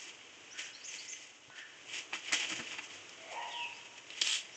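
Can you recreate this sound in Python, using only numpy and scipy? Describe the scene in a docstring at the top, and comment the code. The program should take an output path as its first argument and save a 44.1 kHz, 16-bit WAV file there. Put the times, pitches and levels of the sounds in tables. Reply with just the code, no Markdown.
"""Two goats tug at a hanging bundle of fresh leaves in a paved, echoing yard.
Leaves rub and crackle, stalks snap, the bundle flaps back after hard pulls and one leaf rips.
Hooves knock on the paving with short, dull rings. A small bird twitters nearby in gliding tones,
and larger birds rasp, whistle and whoop from the trees, over a faint hush of open air."""
import sys
import numpy as np
from scipy import signal
from scipy.fft import rfft, irfft, next_fast_len
from scipy.io import wavfile
from scipy.ndimage import uniform_filter1d, map_coordinates

SR = 44100
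rng = np.random.default_rng(int(sys.argv[2]) if len(sys.argv) > 2 else 0)


def master_out(mix):
    """Clip the mix to full scale and print it as 16-bit PCM to the path in sys.argv[1]."""
    frames = np.transpose(np.atleast_2d(mix))
    ceiling = np.clip(frames, -1, 1)
    pcm = np.round(ceiling * 32767).astype(np.int16)
    wavfile.write(sys.argv[1], SR, pcm)


N = 201404
TOP_HZ = 15500  # the highest pitch in the scene


def amp(db):
    """Turn decibels into a number to multiply by."""
    return 10 ** (np.asarray(db) / 20)


def unit(x):
    """Scale a sound to an average (rms) strength of 1."""
    return x / np.sqrt(np.mean(x ** 2) + 1e-20)


def along(points, hz):
    """Read between the rows of a (pitch_hz, value) table, on a musical (log) scale."""
    pitches, values = np.transpose(points)
    return np.interp(np.log(hz + 1), np.log(pitches + 1), values)


def curves(rows):
    """Join the rows of a timed table into one curve for each column after the time."""
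    times, *columns = np.transpose(rows)
    return [np.interp(np.arange(N) / SR, times, column) for column in columns]


def during(rows):
    """A soft switch, on from the first row's time to the last."""
    t = np.arange(N) / SR
    return uniform_filter1d(1. * ((t > rows[0][0]) & (t < rows[-1][0])), size=600)


def wobble(per_s):
    """A smooth curve through per_s random values each second."""
    points = rng.standard_normal(int(N * per_s / SR) + 4)
    return map_coordinates(points, [np.arange(N) * per_s / SR])


def swell(peak_s, rise_s, fall_s, hold_s=0):
    """A level that climbs 20 dB in rise_s, holds, then drops 20 dB in fall_s."""
    t = np.arange(N) / SR - peak_s
    away = np.maximum(-t, 0) / rise_s + np.maximum(t - hold_s, 0) / fall_s
    return amp(-20 * np.minimum(away, 10) ** 1.22)  # a power over 1 rounds the top


def filtered(x, response):
    """Turn each pitch in a sound up or down by response(hz)."""
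    size = next_fast_len(N + SR // 2)
    return irfft(rfft(x, size) * response(np.fft.rfftfreq(size, 1 / SR)), size)[:N]


def coloured(x, tone):
    """Give a sound the tone in a (pitch_hz, level_db) table, at strength 1."""
    return unit(filtered(x, lambda hz: amp(along(tone, hz))))


def add(track, start_s, sound):
    """Mix a sound into the track at start_s."""
    part = track[round(start_s * SR):][:len(sound)]
    part += sound[:len(part)]


def echo(x, fades):
    """A blurred echo in which each pitch dies away at its own speed."""
    hz, t, noise = signal.stft(rng.standard_normal(SR), SR, nperseg=256)
    fading = amp(-60 * t / along(fades, hz)[:, None])
    tail = signal.istft(noise * fading, SR, nperseg=256)[1]
    return signal.fftconvolve(x, tail / np.linalg.norm(tail))[:N]


def crackle(spread_db, fade_s, rub_db, count):
    """Surfaces catch and slip: tiny ticks of random pitch and size over smooth rubbing."""
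    when, pitch, size = rng.random((count, 3)).T[:, :, None]
    t = np.arange(SR // 200) / SR
    size_db = spread_db * np.minimum(-np.log(1 - size), 4)
    # here and below, fade_s is the time to die away by 60 dB
    ticks = amp(size_db - 60 * t / fade_s) * np.sin(2 * np.pi * pitch * TOP_HZ * t)
    places = (when * N).astype(int) + np.arange(len(t))
    ticking = unit(np.bincount(places.ravel(), ticks.ravel(), N)[:N])
    return ticking + amp(rub_db) * rng.standard_normal(N)


# How much nibbling stirs the bundle between tugs: time_s, level_db
NIBBLING = [(0, -57.5), (.3, -64), (.85, -59), (1.22, -65.5), (1.38, -72), (1.7, -61), (2.08, -64.5),
            (2.4, -45.5), (3.02, -63), (3.45, -54.5), (4.03, -65), (4.18, -50), (4.56, -57)]
# Tugs at the leaves: peak_s, level_db, rise_s, fall_s, crispness_db
LEAF_TUGS = [(.02, -60, .1, 0.16, -0.5), (.09, -57.5, 0.062, 0.14, -17), (.592, -46, 0.035, 0.12, -11),
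             (0.929, -52, 0.12, 0.35, -7.5), (1.17, -55.5, 0.088, 0.26, -9.5),
             (1.59, -50, 0.063, 0.05, -17.5), (1.974, -44.5, 0.11, 0.076, -11),
             (2.14, -43.5, 0.0088, 0.072, -12), (2.276, -43, 0.057, 0.089, -17),
             (2.328, -37.5, .006, 0.12, -8.5), (2.439, -42, .04, 0.03, -17), (2.501, -41, 0.02, 0.093, -10),
             (2.574, -48, 0.056, 0.071, -8.5), (2.724, -44.5, 0.061, 0.027, -12.5),
             (2.788, -51, 0.016, 0.045, -18), (2.84, -51.5, .03, .05, -9), (2.95, -53.5, 0.06, .04, -11),
             (3.34, -58.5, 0.07, 0.078, -5), (3.978, -54, 0.058, 0.017, -13.5)]
# The tone of rubbing leaves: pitch_hz, level_db
RUSTLE_TONE = [(40, -69), (300, -16.5), (800, -16.5), (1400, -17.5), (2100, -3.5), (2700, -1.5), (3150, -1),
               (3800, -15), (5500, -16.5), (8000, -41.5)]
# The tone of their crisp, high edge: pitch_hz, level_db
CRISP_TONE = [(2500, -24), (3600, -21.5), (4500, -6), (5600, 1.5), (6800, 4), (7700, -2), (9000, -8),
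              (15000, -3)]


def rustling():
    """Leaf slides on leaf as the goats nibble; each tug swells the rustle and its crisp edge."""
    stir_db = curves(NIBBLING)[0] + 1.7 * wobble(per_s=13)  # single nibbles come and go
    rustle_power, edge_power = amp(stir_db) ** 2, amp(stir_db - 15) ** 2
    for peak_s, level_db, rise_s, fall_s, crispness_db in LEAF_TUGS:
        pull = amp(level_db) * swell(peak_s, rise_s, fall_s, hold_s=0.0026)
        rustle_power += pull ** 2
        edge_power += (amp(crispness_db) * pull) ** 2
    rustle = coloured(crackle(spread_db=3.5, fade_s=0.0041, rub_db=2.5, count=24000), RUSTLE_TONE)
    edge = coloured(crackle(spread_db=1.0, fade_s=0.0012, rub_db=-2, count=20000), CRISP_TONE)
    return amp(1) * np.sqrt(rustle_power) * rustle + amp(10) * np.sqrt(edge_power) * edge


# How the outdoor hush rises and falls: time_s, level_db
AIR_LEVELS = [(0.0, -67), (1.54, -71), (2.0, -67), (2.52, -64), (2.78, -65), (4.57, -69)]
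# The tone of that hush: pitch_hz, level_db
AIR_TONE = [(20, -30), (50, -17), (110, -8), (200, -13.5), (300, -3.5), (430, -5.5), (800, -8.5),
            (1500, -9), (2100, -8.5), (2900, -4), (4200, -20), (6500, -10.5), (8000, -18.5), (10000, -64)]


def air():
    """Open air makes a faint, slowly shifting hush."""
    level_db = curves(AIR_LEVELS)[0] + 10.5 + wobble(per_s=4.13)
    return amp(level_db) * coloured(rng.standard_normal(N), AIR_TONE)


def song(notes, waver, wavers_per_s):
    """Bird notes: each is one tone that glides through three pitches and quavers."""
    out, quaver = np.zeros(N), 1 + waver * wobble(wavers_per_s)
    for start_s, length_s, start_hz, middle_hz, end_hz, level_db in notes:
        progress = np.linspace(0, 1, int(length_s * SR))
        glide_hz = np.polyval(np.polyfit([0, .5, 1], [start_hz, middle_hz, end_hz], 2), progress)
        pitch_hz = glide_hz * np.roll(quaver, -round(start_s * SR))[:len(progress)]
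        loudness = amp(level_db) * np.sqrt(2 * np.abs(np.sin(np.pi * progress)))
        add(out, start_s, loudness * np.sin(2 * np.pi * np.cumsum(pitch_hz) / SR))
    return out


# Hoarse calls from the trees: start_s, length_s, start_hz, middle_hz, end_hz, level_db
RASP_NOTES = [(.495, 0.13, 1495, 1631, 1740, -55), (1.49, .16, 1544, 1738, 1784, -53.5)]


def rasps():
    """A far bird's rising notes quaver so fast and wide that they sound hoarse."""
    return song(RASP_NOTES, waver=.09, wavers_per_s=600)


# The small bird's short chirps: start_s, length_s, start_hz, level_db
CHIRPS = [(0.508, 0.028, 5190, -52.5), (0.633, 0.027, 5240, -54), (0.716, 0.06, 4910, -58.5),
          (0.733, .03, 3760, -54.5), (0.803, 0.059, 4340, -58.5), (0.981, 0.021, 4120, -47),
          (3.62, .02, 4605, -62.5), (3.728, 0.05, 4400, -61), (4.526, 0.047, 5210, -55.5)]
# Its louder call shoots up, falls back and levels off: time_in_call_s, pitch_hz, level_db
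CALL_SHAPE = [(0, 5180, -3), (.011, 6600, 4.5), (.023, 7370, -6.5), (.04, 6320, 2.5), (.055, 6240, -2.5),
              (.08, 6220, -10)]
# When it gives that call: start_s, level_db
CALLS = [(.84, -48.5), (1.079, -47)]


def twitter():
    """The small bird whistles chirps that all rise by the same step, and one arching call twice."""
    chirps = [(start_s, length_s, hz, hz * 1.12, hz * 1.2, db) for start_s, length_s, hz, db in CHIRPS]
    out = song(chirps, waver=.018, wavers_per_s=900)
    pitch_hz, shape_db = curves(CALL_SHAPE)
    for start_s, level_db in CALLS:
        quaver = 1 + 0.021 * wobble(per_s=700)
        tone = np.sqrt(2) * np.sin(2 * np.pi * np.cumsum(pitch_hz * quaver) / SR)
        add(out, start_s, amp(level_db + shape_db) * during(CALL_SHAPE) * tone)
    return out


# Whistles from the trees: start_s, length_s, start_hz, middle_hz, end_hz, level_db
WHISTLE_NOTES = [(.97, 0.18, 2200, 2032, 2066, -60.5), (3.503, 0.085, 3830, 3074, 2650, -43),
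                 (3.575, .085, 2938, 2640, 2487, -41)]


def whistles():
    """A far bird whistles clear, falling notes with a slight quaver."""
    return song(WHISTLE_NOTES, waver=.022, wavers_per_s=500)


# Hoof steps and dull bumps: start_s, level_db, pitch_hz, fade_s
STEPS_AND_BUMPS = [(1.483, -39.5, 124, 0.022), (1.501, -34.5, 1010, 0.008), (2.128, -38, 800, 0.063),
                   (2.132, -52, 248, 0.069), (2.324, -48, 756, 0.042), (2.325, -61, 285, 0.11),
                   (2.501, -43.5, 324.5, 0.27), (2.517, -46, 129, 0.14), (2.590, -35, 243, 0.13),
                   (2.785, -50, 850, 0.036), (4.218, -45, 347, 0.064)]


def knocks(scuff=0.56, contact_cycles=0.28):
    """Each step or bump is a short, low ring with a soft start, roughened by a scuff."""
    out, t = np.zeros(N), np.arange(SR // 6) / SR
    for start_s, level_db, pitch_hz, fade_s in STEPS_AND_BUMPS:
        tone = np.sin(2 * np.pi * pitch_hz * t)
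        grain = np.gradient(tone * np.exp(-2 * pitch_hz * t))
        grit = unit(signal.fftconvolve(rng.standard_normal(len(t)), grain)[:len(t)])
        contact = 1 - np.exp(-t * pitch_hz / contact_cycles)
        add(out, start_s, amp(level_db - 3 - 60 * t / fade_s) * contact * (tone + scuff * grit))
    return out


def ring(tones, t):
    """Tones that die fast (wider ones faster), tuned a little differently at every break."""
    sound = np.zeros(len(t))
    for pitch_hz, width_hz, level_db in tones:
        tuned_hz = pitch_hz * np.exp(0.01 * rng.normal())
        sound += amp(level_db) * np.exp(-np.pi * width_hz * t) * np.sin(2 * np.pi * tuned_hz * t)
    return sound / np.abs(sound).max()


# Stalks and leaf ribs breaking: start_s, level_db, pitch_hz, splinter_db (relative to the crack)
STALK_BREAKS = [(1.967, -31, 2520, -19), (2.133, -29, 2480, -19), (2.3236, -14, 2270, -3),
                (2.331, -11.5, 2200, -0.5), (2.446, -37, 2930, -11), (2.718, -36, 2760, -11),
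                (2.785, -30, 2000, -28), (3.094, -33, 2980, 1), (4.104, -31, 2900, -22),
                (4.2147, -13.5, 3280, 1), (4.218, -14, 3040, -27), (4.2229, -20, 2800, 9),
                (4.246, -26, 2900, 0), (4.273, -17, 2930, -1), (4.33, -19.5, 3150, -12)]
# The high tones of splintering fibres: pitch_hz, width_hz, level_db
SPLINTER_TONES = [(4800, 1350, 7), (5650, 1300, 2), (6950, 4500, 1)]


def snaps(fibres_db=-11, fibres_fade_s=0.021, stalk_width_hz=650):
    """A stalk gives way with one crack at its own pitch, then its last fibres tear."""
    out, t = np.zeros(N), np.arange(SR // 16) / SR
    for start_s, level_db, pitch_hz, splinter_db in STALK_BREAKS:
        force = amp(fibres_db - 60 * t / fibres_fade_s) * rng.standard_normal(len(t))
        force[0] = 1  # the break itself
        stalk = ring([(pitch_hz, stalk_width_hz, 0)], t)
        splinters = amp(splinter_db) * ring(SPLINTER_TONES, t)
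        crack = signal.fftconvolve(force, stalk + splinters)
        crack = np.diff(crack, prepend=0)  # a thin stalk gives off little bass
        add(out, start_s, amp(level_db - 1.5) * crack / np.abs(crack).max())
    return out


# The bundle flapping back: peak_s, level_db
BUNDLE_FLAPS = [(2.134, -41), (2.324, -38.5), (2.431, -48.5), (2.508, -39.5), (2.594, -45.5), (2.719, -46),
                (2.79, -49)]
# The tone of a flap: pitch_hz, level_db
FLAP_TONE = [(30, -46), (70, -16), (130, -21), (300, 4.5), (550, -9.5), (1100, 4.5), (1900, 3.5), (2600, 8),
             (5000, -51)]


def flapping():
    """Hard pulls swing the whole bundle, which flaps back with a deeper rustle."""
    swing = sum(amp(db) * swell(peak_s, rise_s=0.012, fall_s=0.057) for peak_s, db in BUNDLE_FLAPS)
    return swing * coloured(crackle(spread_db=-1.5, fade_s=0.0063, rub_db=-0.5, count=16000), FLAP_TONE)


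# A far bird's rising whoop: time_s, pitch_hz, level_db, roughness (a share of the pitch)
WHOOP_SHAPE = [(3.16, 684, -61.5, .08), (3.275, 654, -48, 0.1014), (3.335, 723, -43, 0.14),
               (3.37, 941, -41.5, 0.044), (3.425, 956, -38.5, .018), (3.46, 962, -52, 0.032)]
# How its throat shapes the tone: pitch_hz, level_db
THROAT_TONE = [(600, -2.5), (1000, -3), (1350, -18.5), (1800, -16.5), (2250, -0.5), (2650, -12), (3000, -9)]


def whoop():
    """A hollow call leaps up hoarsely to a clean top note; the throat favours one band of overtones."""
    pitch_hz, level_db, roughness = curves(WHOOP_SHAPE)
    phase = 2 * np.pi * np.cumsum(pitch_hz * (1 + roughness * wobble(per_s=400))) / SR
    voice = sum(np.sin(harmonic * phase) for harmonic in (1, 2, 3))
    call = amp(level_db) * during(WHOOP_SHAPE) * np.sqrt(2) * voice
    return filtered(call, lambda hz: amp(along(THROAT_TONE, hz)))


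# The tone of a leaf ripping off its twig: pitch_hz, level_db
RIP_TONE = [(200, -59), (900, -22.5), (1500, -15), (2200, -10), (2800, -2), (3300, 0.5), (3900, -10),
            (5500, -13), (7600, -10.5), (10000, -8), (15000, -31)]


def ripping():
    """A leaf's veins part one after another: a thin, bright crackle that builds, holds and fades."""
    veins = crackle(spread_db=-0.5, fade_s=0.0025, rub_db=1.0, count=16000)
    pull = amp(-35) * swell(peak_s=4.277, rise_s=0.084, fall_s=.08, hold_s=0.075)
    return pull * (coloured(veins, RIP_TONE) + amp(-12) * coloured(veins, CRISP_TONE))


# The short echo of the yard: pitch_hz, fade_s
YARD_ECHO = [(200, 0.15), (2500, 0.1), (8000, 0.11)]
# The long echo among the trees: pitch_hz, fade_s
TREE_ECHO = [(600, 0.88), (1000, 1.31), (2500, 0.62), (6500, 0.34)]


def scene(wall_delay_s=.012):
    """The goats and the small bird echo in the yard; the trees scatter all the birds' calls."""
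    jerks = amp(2.0 * wobble(per_s=70))  # leaves slide in small jerks
    goats = jerks * (rustling() + flapping()) + ripping() + snaps() + knocks()
    goats_in_yard = amp(-0.38) * goats + amp(-6.5) * echo(goats, YARD_ECHO)
    near = twitter()
    off_wall = amp(-2) * np.roll(near, round(wall_delay_s * SR))
    near_bird = amp(-5) * (near + off_wall) + amp(-2) * echo(near, YARD_ECHO)
    far = whistles() + rasps() + whoop()
    far_birds = amp(-6.5) * far + amp(-2) * echo(far, TREE_ECHO)
    near_bird += amp(-6.5) * echo(near, TREE_ECHO)
    return (goats_in_yard + near_bird + far_birds + air())[None]


# How strongly the microphone picks up each pitch: pitch_hz, level_db
MICROPHONE_TONE = [(20, -12), (60, -8), (110, -1), (7600, 1), (8300, -9), (9100, -25), (10500, -31.5),
                   (15000, -32.5)]


def record(dry):
    """The microphone thins the deep bass, dulls the top octave and keeps nothing above TOP_HZ."""
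    return filtered(dry[0], lambda hz: amp(along(MICROPHONE_TONE, hz)) * (hz < TOP_HZ))[None]


dry = scene()
out = record(dry)
master_out(out)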